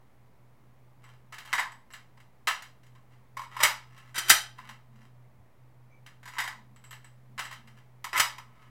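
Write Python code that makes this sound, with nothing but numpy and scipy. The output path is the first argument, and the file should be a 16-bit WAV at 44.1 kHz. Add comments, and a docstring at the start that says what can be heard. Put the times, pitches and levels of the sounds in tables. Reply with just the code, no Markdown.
"""A small, quiet room with humming equipment; a pistol is handled close to the microphone.
At 1.5 s the magazine knocks its way out, then the gun is flipped and caught in the palm. A magazine
taps the well and latches at 3.6 s; the slide is racked and slams shut at 4.3 s. A faint squeak of skin,
and from 6.2 s a second reload, pushed home at 8.2 s. Each blow and scrape rings the steel and the
room; loose parts tick and ping in between."""
import sys
import numpy as np
from scipy import signal
from scipy.fft import rfft, irfft
from scipy.io import wavfile
from scipy.ndimage import uniform_filter1d

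SR = 44100
rng = np.random.default_rng(int(sys.argv[2]) if len(sys.argv) > 2 else 0)


def materialize(psi):
    """Save the field psi as 16-bit PCM at rate SR to the path in sys.argv[1].

    A 1-D psi becomes a single channel; in a 2-D psi each row is a channel.
    """
    bounded = np.clip(np.atleast_2d(psi).T, -1, 1)
    quanta = np.round(bounded * 32767).astype(np.int16)
    wavfile.write(sys.argv[1], SR, quanta)


N = 383669
LENGTH = 24576  # samples in one event and its tail


def amp(db):
    return 10 ** (np.asarray(db) / 20)


def unit_rms(x):
    return x / np.sqrt(np.mean(x ** 2) + 1e-20)


def curve_at(points, hz):
    """Straight lines between points on a log-frequency axis."""
    point_hz, value = np.transpose(points)
    return np.interp(np.log(hz + 1), np.log(point_hz + 1), value)


def add(mix, start_s, sound):
    part = mix[max(round(start_s * SR), 0):][:len(sound)]
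    part += sound[:len(part)]


def bell(hz, centre_hz, width_hz):
    """The outline of one resonance, 1 at its centre."""
    return 1 / (1 + (2 * (hz - centre_hz) / width_hz) ** 2)


def flat_noise():
    """Noise with an even spectrum: all colour is left to the resonances."""
    return unit_rms(irfft(np.exp(2j * np.pi * rng.random(LENGTH // 2 + 1)), LENGTH))


def wander(count):
    """Slow drift of about unit size; a higher count moves faster."""
    return signal.resample(rng.standard_normal(count), 2 ** 19)[:N]


def knock(hz, decay_s):
    """A heavily damped resonance that swells for a moment and dies."""
    t = np.arange(LENGTH) / SR
    return t / decay_s * np.exp(1 - t / decay_s) * np.sin(2 * np.pi * hz * t)


# Colour of the air in the room: frequency_hz, gain_db
AIR_SPECTRUM = [(15,-6), (30,-5), (60,-4.5), (100,-3), (160,-4), (230,-3.5), (320,-10), (1000,-11.5),
                (1500,-20), (2100,-19), (2700,-27), (5000,-33.5), (8000,-36), (15500,-35)]
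# The fan tone swells and sags: time_s, level_db
FAN_LEVELS = [(0.0, -72.5), (0.4, -64), (0.8, -62.5), (1.05, -58.5), (1.85, -65.5), (2.25, -61.5),
              (2.5, -71.5), (2.85, -60), (3.6, -57), (5.36, -58), (5.52, -69), (5.63, -59), (6.4, -58.5),
              (7.3, -55.5), (8.7, -60.5)]
def room_tone():
    """The bed of the room: air with a drifting hiss, a wavering fan tone and mains hum."""
    hz, t = np.fft.rfftfreq(N, 1 / SR), np.arange(N) / SR
    air = unit_rms(irfft(rfft(rng.standard_normal(N)) * amp(curve_at(AIR_SPECTRUM, hz)), N))
    hiss = irfft(rfft(air) * (1 - bell(hz, 0, width_hz=3800)), N)
    fan_db = np.interp(t, *np.transpose(FAN_LEVELS)) + 1.3 * wander(count=150)
    fan_hz = 124.5 + wander(count=90)
    fan = amp(fan_db) * np.sin(2 * np.pi * np.cumsum(fan_hz) / SR)
    mains = amp(-75.5) * np.sin(2 * np.pi * 60 * t) + amp(-71) * np.sin(2 * np.pi * 120 * t)
    hiss_lift_db = 1.5 + 0.36 * wander(count=12)
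    air += hiss * (amp(hiss_lift_db) - 1)
    return amp(-64.5) * air + np.sqrt(2) * (fan + mains)


def fuzzy_tones(rows):
    """Short, unsteady tones: noise in one narrow resonance, faded in and out."""
    out, hz = np.zeros(N), np.fft.rfftfreq(LENGTH, 1 / SR)
    for start_s, end_s, pitch_hz, width_hz, level_db in rows:
        size = round((end_s - start_s) * SR)
        tone = irfft(rfft(flat_noise()) * bell(hz, pitch_hz, width_hz))[:size]
        add(out, start_s, amp(level_db) * unit_rms(tone) * signal.windows.tukey(size, .5))
    return out


# Spells of drone in the background: start_s, end_s, pitch_hz
DRONES = [(4.579, 4.798, 222), (4.85, 5.1, 225), (6.499, 6.777, 215), (7.268, 7.46, 213),
          (7.549, 7.797, 222)]
def low_drone(width_hz=31, level_db=-64):
    """A faint, low band of noise comes and goes."""
    return fuzzy_tones([(*spell, width_hz, level_db) for spell in DRONES])


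# Reverberation of the small room: frequency_hz, t60_s
ROOM_DECAY = [(100, .12), (350, 0.13), (600, 0.37), (1000, 0.34), (1800, 0.29), (4500, 0.31), (8000, .25),
              (15000, .21)]
def room_tail():
    """Diffuse sound of the room; it builds quickly and lingers longest in the midrange."""
    hz, t, spectrum = signal.stft(flat_noise(), SR, nperseg=256)
    decay = amp(-60 * t / curve_at(ROOM_DECAY, hz)[:, None])
    tail = signal.istft(spectrum * decay, SR, nperseg=256)[1][:LENGTH]
    return tail * (1 - np.exp(-np.arange(LENGTH) / SR / 0.0015))


# A squeak and its overtone: start_s, end_s, pitch_hz, width_hz, level_db
SQUEAK = [(5.895, 6.005, 2300, 140, -68), (5.9, 6.0, 6200, 200, -87)]
def skin_squeak():
    """Skin squeaks faintly on the grip."""
    return fuzzy_tones(SQUEAK)


# Soft bumps close to the microphone: start_s, pitch_hz, level_db, decay_s
BUMPS = [(3.635, 45, -50.5, 0.0087), (4.299, 36, -45, .012), (4.299, 88, -47, .014),
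         (5.386, 84.7, -54, 0.012)]
def hand_bumps():
    """The hand takes up blows with a low push."""
    out = np.zeros(N)
    for start_s, pitch_hz, level_db, decay_s in BUMPS:
        add(out, start_s, amp(level_db) * knock(pitch_hz, decay_s))
    return out


# A small loose steel part pings: start_s, level_db, upper_db
PINGS = [(1.04,-64,-11), (1.72,-55.5,-18), (1.926,-52.5,-15.5), (3.425,-57,-24), (6.762,-59,-19),
         (6.84,-51.5,-8), (6.909,-56.5,5.5), (7.045,-56,-14), (7.44,-48.5,-9)]
# Its modes, each taking a share of upper_db: pitch_hz, gain_db, t60_s, upper_share
PING_MODES = [(7760, -6, 0.24, 0.11), (8000, 1, 0.22, 0.52), (11900, -6, 0.21, 0.95), (12900, -21, .14, 1)]
def steel_pings():
    """Thin steel rings on; the room makes each mode flutter."""
    out, t = np.zeros(N), np.arange(LENGTH) / SR
    for start_s, level_db, upper_db in PINGS:
        for pitch_hz, gain_db, t60_s, upper_share in PING_MODES:
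            noise = rng.standard_normal((2, LENGTH))
            drift = unit_rms(uniform_filter1d(uniform_filter1d(noise, 170), 120))
            flutter = .8 + .7 * (drift[0] + 1j * drift[1])
            tone = np.exp(2j * np.pi * pitch_hz * rng.uniform(0.97, 1.008) * t)
            envelope = amp(level_db + gain_db + upper_share * upper_db - 60 * t / t60_s)
            add(out, start_s, envelope * (flutter * tone).imag)
    return out


# Narrow resonances of the steel frame, heard in every blow: pitch_hz, width_hz, gain_db
FRAME_MODES = [(862,8.3,6), (1260,40,6), (1570,25,4), (1730,35,7), (2010,47,3), (3155,110,6.5), (3690,49,5),
               (3900,49,6.5), (4170,30,4), (4760,22,3), (5770,75,7.5), (6920,30,4.5), (7966,35,2.5),
               (9300,56,2), (9030,40,6.5), (11080,50,4.5)]
def ring(force, body, modes, hollow_db, bright_db):
    """Passes a force through a part of the gun; minimum phase, so the modes ring after the blow."""
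    hz = np.fft.rfftfreq(LENGTH, 1 / SR)
    db = curve_at(body, hz)
    db += sum(gain * bell(hz, pitch, width) for pitch, width, gain in [*modes, *FRAME_MODES])
    db += hollow_db * bell(hz, centre_hz=1015, width_hz=300)  # the hollow magazine well
    db += bright_db * curve_at([(2200, 0.12), (6000, 1.5), (15000, 2.1)], hz)  # treble tilt
    log_gain = np.log(amp(np.r_[db, db[-2:0:-1]]))
    response = np.exp(np.conj(signal.hilbert(log_gain)))[:len(hz)]
    return irfft(rfft(force, LENGTH) * response)


def blows(hits, body, modes, crack_db, chatter_db, chatter_s):
    """Each blow is a crack, a spiky chatter of parts that settle abruptly in their play, and the room."""
    out, t = np.zeros(N), np.arange(LENGTH) / SR
    level_span_s = .02  # a blow has the energy of its level held this long
    for start_s, level_db, hollow_db, bright_db in hits:
        crack = amp(crack_db) * flat_noise() * np.exp(-t / 0.00074)
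        spikes = unit_rms(flat_noise() * amp(3.5 * np.minimum(rng.exponential(1, LENGTH), 4)))
        chatter = amp(chatter_db) * spikes * np.exp(-(t / chatter_s) ** 2 / 2)
        sound = ring(crack + chatter + room_tail(), body, modes, hollow_db, bright_db)
        add(out, start_s, amp(level_db) * sound * np.sqrt(level_span_s * SR / np.sum(sound ** 2)))
    return out


def rubs(strokes, body, modes, slips_per_s, hollow_db, bright_db):
    """Sliding contact: tiny slips, swelling to the end of the stroke, excite the part and the room."""
    out = np.zeros(N)
    for start_s, end_s, level_db in strokes:
        size = int((end_s - start_s) * SR)
        slipping = rng.random(LENGTH)[:size] < slips_per_s / SR
        slips = slipping * rng.standard_normal(LENGTH)[:size] * np.linspace(.4, 1, size)
        tail = room_tail()
        path_to_mic = .9 * signal.unit_impulse(LENGTH) + tail / np.linalg.norm(tail)
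        force = signal.fftconvolve(slips, path_to_mic)[:LENGTH]
        sound = ring(force, body, modes, hollow_db, bright_db)
        add(out, start_s, amp(level_db) * sound * np.sqrt(size / (np.sum(sound ** 2) + 1e-20)))
    return out


# The gun knocks in the hand or lands in the palm: start_s, level_db, hollow_db, rebound_db
GRIP_HITS = [(1.04, -54.5, 10, -10), (1.324, -43.5, 2, -2.5), (1.383, -43, -5, -12),
             (1.936, -43.5, -3.5, -17), (2.173, -60, 4, 2), (2.472, -23.5, 2, -2), (2.622, -45, -13, -13.5),
             (2.833, -63, -10, -1.5), (2.952, -59, 9, -14), (3.978, -54, -7.5, -15),
             (4.584, -43.5, 11, -15), (4.691, -44, 3.5, -12), (6.063, -49.5, -4, -17),
             (6.762, -59, 0, -15.5), (6.84, -54.5, 4, -10), (6.909, -47, 1, -0.5), (7.045, -54.5, -1, -13),
             (7.379, -37.5, 2.5, 5.5), (7.452, -43.5, -1, -16), (7.511, -43, 3, -1.5),
             (7.674, -55, -0.5, -12)]
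# The hand slides on the gun: start_s, end_s, level_db
GRIP_RUBS = [(1.02, 1.14, -63), (1.45, 1.525, -50), (1.888, 1.935, -57.5), (3.10, 3.14, -66),
             (3.86, 4.10, -60.5), (4.55, 4.68, -58), (4.92, 5.06, -65.5), (6.28, 6.38, -51),
             (7.745, 7.79, -61.5), (8.59, 8.63, -63)]
# Broad colour of the grip: frequency_hz, gain_db
GRIP_BODY = [(20, -43), (100, -30), (250, -26), (500, -19), (700, -8.5), (1000, -3.5), (1500, -1.5),
             (2100, 2), (2600, -14), (4000, -16.5), (8000, -21), (12000, -23.5), (15500, -27)]
# Its resonances: pitch_hz, width_hz, gain_db
GRIP_MODES = [(372.6,88,7.5), (875,60,2), (1043,160,6.5), (1308,35,5.5), (1890,60,1), (2230,97,1.5),
              (2668,160,7), (2790,150,9), (3031,390,10), (4000,470,7), (4990,237,9), (5920,307,5.5),
              (6911,160,6), (7800,320,10), (10900,230,5), (12884,180,6.5)]
def grip_handling():
    """The hand rubs and knocks the gun; after each knock loose parts cross their play and strike again."""
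    knocks = []
    for start_s, level_db, hollow_db, rebound_db in GRIP_HITS:
        gap_s = .015 * amp(.3 * (-41 - level_db))  # sooner after a harder knock
        knocks.append((start_s, level_db, hollow_db))
        # The rebound is steel on steel and rings the well less.
        knocks.append((start_s + gap_s, level_db + rebound_db, hollow_db - 5.5))
    hits = [(s, db, hollow, 1.5 - 0.14 * hollow) for s, db, hollow in knocks]  # hollower is duller
    clacks = blows(hits, GRIP_BODY, GRIP_MODES, crack_db=3.5, chatter_db=2, chatter_s=.009)
    return clacks + rubs(GRIP_RUBS, GRIP_BODY, GRIP_MODES, slips_per_s=210, hollow_db=1.5, bright_db=.5)


# Knocks of the outgoing magazine: start_s, level_db, hollow_db, bright_db
RELEASE_HITS = [(1.451, -50.5, 6, 6), (1.529, -23.5, -1, 1.5), (1.552, -35, -13, 3), (1.581, -26, -2, -3),
                (1.593, -27.5, 2, 2), (1.72, -50, 2, 1.5), (6.23, -52.5, -3, 1), (6.256, -45, 3, 3),
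                (6.277, -44, -5, 2.5), (6.366, -41.5, 9, -2), (6.384, -27, -2.5, 1), (6.402, -31, -17, 2.5),
                (6.439, -36.5, 2, 3.5), (6.476, -35, -1, 2)]
# Their broad colour: frequency_hz, gain_db
RELEASE_BODY = [(20, -23), (100, -26.5), (250, -17), (500, -20.5), (700, -7), (1000, -6), (1500, -3.5),
                (2100, -7), (2600, -10.5), (4000, -11), (8000, -17.5), (12000, -24.5), (15500, -30)]
# Their resonances: pitch_hz, width_hz, gain_db
RELEASE_MODES = [(362, 69, 2.6), (1010, 296, 15.7), (1563, 86, 4.5), (1980, 590, 16.3), (2940, 450, 6.4),
                 (3770, 110, 8), (4950, 170, 8.9), (7000, 250, 6.4), (7860, 120, 13), (8760, 320, 6.0),
                 (9900, 240, 5.6), (11120, 233, 6.9), (11770, 250, 11), (12600, 320, 10.5),
                 (13900, 350, 10.6), (14835, 350, 10.9)]
def magazine_release():
    """The catch lets go and the magazine knocks its way out."""
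    return blows(RELEASE_HITS, RELEASE_BODY, RELEASE_MODES, crack_db=6, chatter_db=2, chatter_s=.01)


# The magazine meets the mouth of the well: start_s, level_db, bouncing_s
WELL_TAPS = [(3.369, -39, .08), (3.566, -38.5, .035), (8.068, -47, .01)]
def well_bounces(first_gap_s=.025, gap_ratio=.89, loss_db=3, hollow_db=10, bright_db=-4):
    """Hits of the magazine bouncing ever faster and weaker until the hand steadies it."""
    delays_s = np.r_[0, np.cumsum(first_gap_s * gap_ratio ** np.arange(10))]
    hits = []
    for start_s, level_db, bouncing_s in WELL_TAPS:
        for bounce, delay_s in enumerate(delays_s[delays_s <= bouncing_s]):
            hits.append((start_s + delay_s, level_db - bounce * loss_db, hollow_db, bright_db))
    return hits


def well_notes():
    """The magazine well answers each bounce with a hollow note."""
    out = np.zeros(N)
    for start_s, level_db, _, _ in well_bounces():
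        note = knock(hz=1045 * rng.uniform(0.98, 1.02), decay_s=0.0031)
        add(out, start_s, amp(level_db + 9.5) * note)
    return out


# Knocks of the incoming magazine: start_s, level_db, hollow_db, bright_db
SEAT_HITS = [(3.604, -27.5, 8, -4), (3.628, -25.5, 7.5, 0), (3.633, -16, -3.5, .5), (3.65, -23.5, -9, -7.5),
             (8.043, -35, 4, -0.5), (8.13, -31.5, 4.5, -7), (8.165, -29.5, -10, -4), (8.177, -27, -16, 1),
             (8.198, -18, -3, 0), (8.382, -42.5, 7.5, -3.5)]
# It scrapes in the well: start_s, end_s, level_db
SEAT_RUBS = [(3.51, 3.565, -48.5), (3.58, 3.63, -35.5), (8.135, 8.198, -28), (8.45, 8.68, -65)]
# Broad colour of both: frequency_hz, gain_db
SEAT_BODY = [(20, -20.5), (100, -14.5), (250, -24), (500, -33.5), (700, -13), (1000, 5), (1500, -4),
             (2100, -2), (2600, -2.5), (4000, -5.5), (8000, -13.5), (12000, -8.5), (15500, -17)]
# Their resonances: pitch_hz, width_hz, gain_db
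SEAT_MODES = [(370.5, 180, 18.4), (566, 177, 16.8), (950, 95, 3.9), (1330, 130, 6.8), (1493, 120, 2),
              (1950, 590, 9.2), (2220, 35, 10.6), (2920, 200, 7), (3835, 190, 3.9), (4830, 160, 9.1),
              (5090, 131, 13), (5960, 260, 11.6), (7000, 520, 9.8), (7880, 390, 14.2), (8690, 460, 10.0),
              (9796, 128, 7.3), (10200, 120, 7.1), (11610, 200, 4.1), (12060, 240, 6.8), (13700, 214, 4.8),
              (14200, 240, 9.5), (14683, 263, 8.9)]
def magazine_seating():
    """The magazine bounces into the well, rides up and latches."""
    hits = SEAT_HITS + well_bounces()
    clacks = blows(hits, SEAT_BODY, SEAT_MODES, crack_db=7, chatter_db=4, chatter_s=.0089)
    return clacks + rubs(SEAT_RUBS, SEAT_BODY, SEAT_MODES, slips_per_s=840, hollow_db=6, bright_db=-7.5)


# Blows of the slide, the loudest at the microphone: start_s, level_db, hollow_db, bright_db
SLIDE_HITS = [(4.144, -48, 8, -2.5), (4.158, -35.5, 5, -4.5), (4.18, -27, 5, -1), (4.284, -31.5, 4.5, -2),
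              (4.296, -17.5, -2.5, 4.5), (4.3, -10.5, -1, -1.5), (4.322, -30, 10, 9.5)]
# It scrapes back, then forward: start_s, end_s, level_db
SLIDE_RUBS = [(4.146, 4.18, -35.5), (4.20, 4.295, -42.5)]
# Broad colour of the slide: frequency_hz, gain_db
SLIDE_BODY = [(20, -19.5), (100, -10.5), (250, -13.5), (500, -15.5), (700, -3.5), (1000, -4), (1500, 0.8),
              (2100, 0), (2600, 0.1), (4000, -9), (8000, -5), (12000, -10), (15500, -12.5)]
# Its resonances: pitch_hz, width_hz, gain_db
SLIDE_MODES = [(360.2,72,14), (830,85,2), (1310,66,7), (1530,100,8.1), (1940,350,8), (3090,280,11),
               (3820,330,12), (4220,171,10), (4753,230,8.2), (5020,440,10), (5930,270,16), (7020,350,8),
               (7530,200,7.1), (7900,350,7.2), (8575,140,8.7), (8830,280,12), (10000,510,9), (10931,310,10),
               (11570,280,11), (12080,200,5.934), (12954,280,7), (13050,420,6), (13800,335,8),
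               (14000,204,7), (15028,350,6)]
def slide_rack():
    """The slide is drawn back, stops, flies forward and slams shut."""
    clacks = blows(SLIDE_HITS, SLIDE_BODY, SLIDE_MODES, crack_db=8.5, chatter_db=4.5, chatter_s=.012)
    scrapes = rubs(SLIDE_RUBS, SLIDE_BODY, SLIDE_MODES, slips_per_s=2200, hollow_db=3, bright_db=-5.5)
    return clacks + scrapes


def scene():
    """One microphone: the pistol and its small side sounds up close, the room behind."""
    pistol = grip_handling() + magazine_release() + magazine_seating() + slide_rack()
    side_sounds = steel_pings() + hand_bumps() + well_notes() + skin_squeak()
    return (pistol + side_sounds + low_drone() + room_tone())[None]


def record(dry):
    """The loudest peaks round off at full scale; the converter adds a small offset; then the band limit."""
    rounded = dry / (1 + dry ** 6) ** (1 / 6) + .0013
    lowpass = signal.firwin(511, cutoff=16300, window=("kaiser", 9), fs=SR)
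    return signal.oaconvolve(rounded, lowpass[None], "same")


dry = scene()
out = record(dry)
materialize(out)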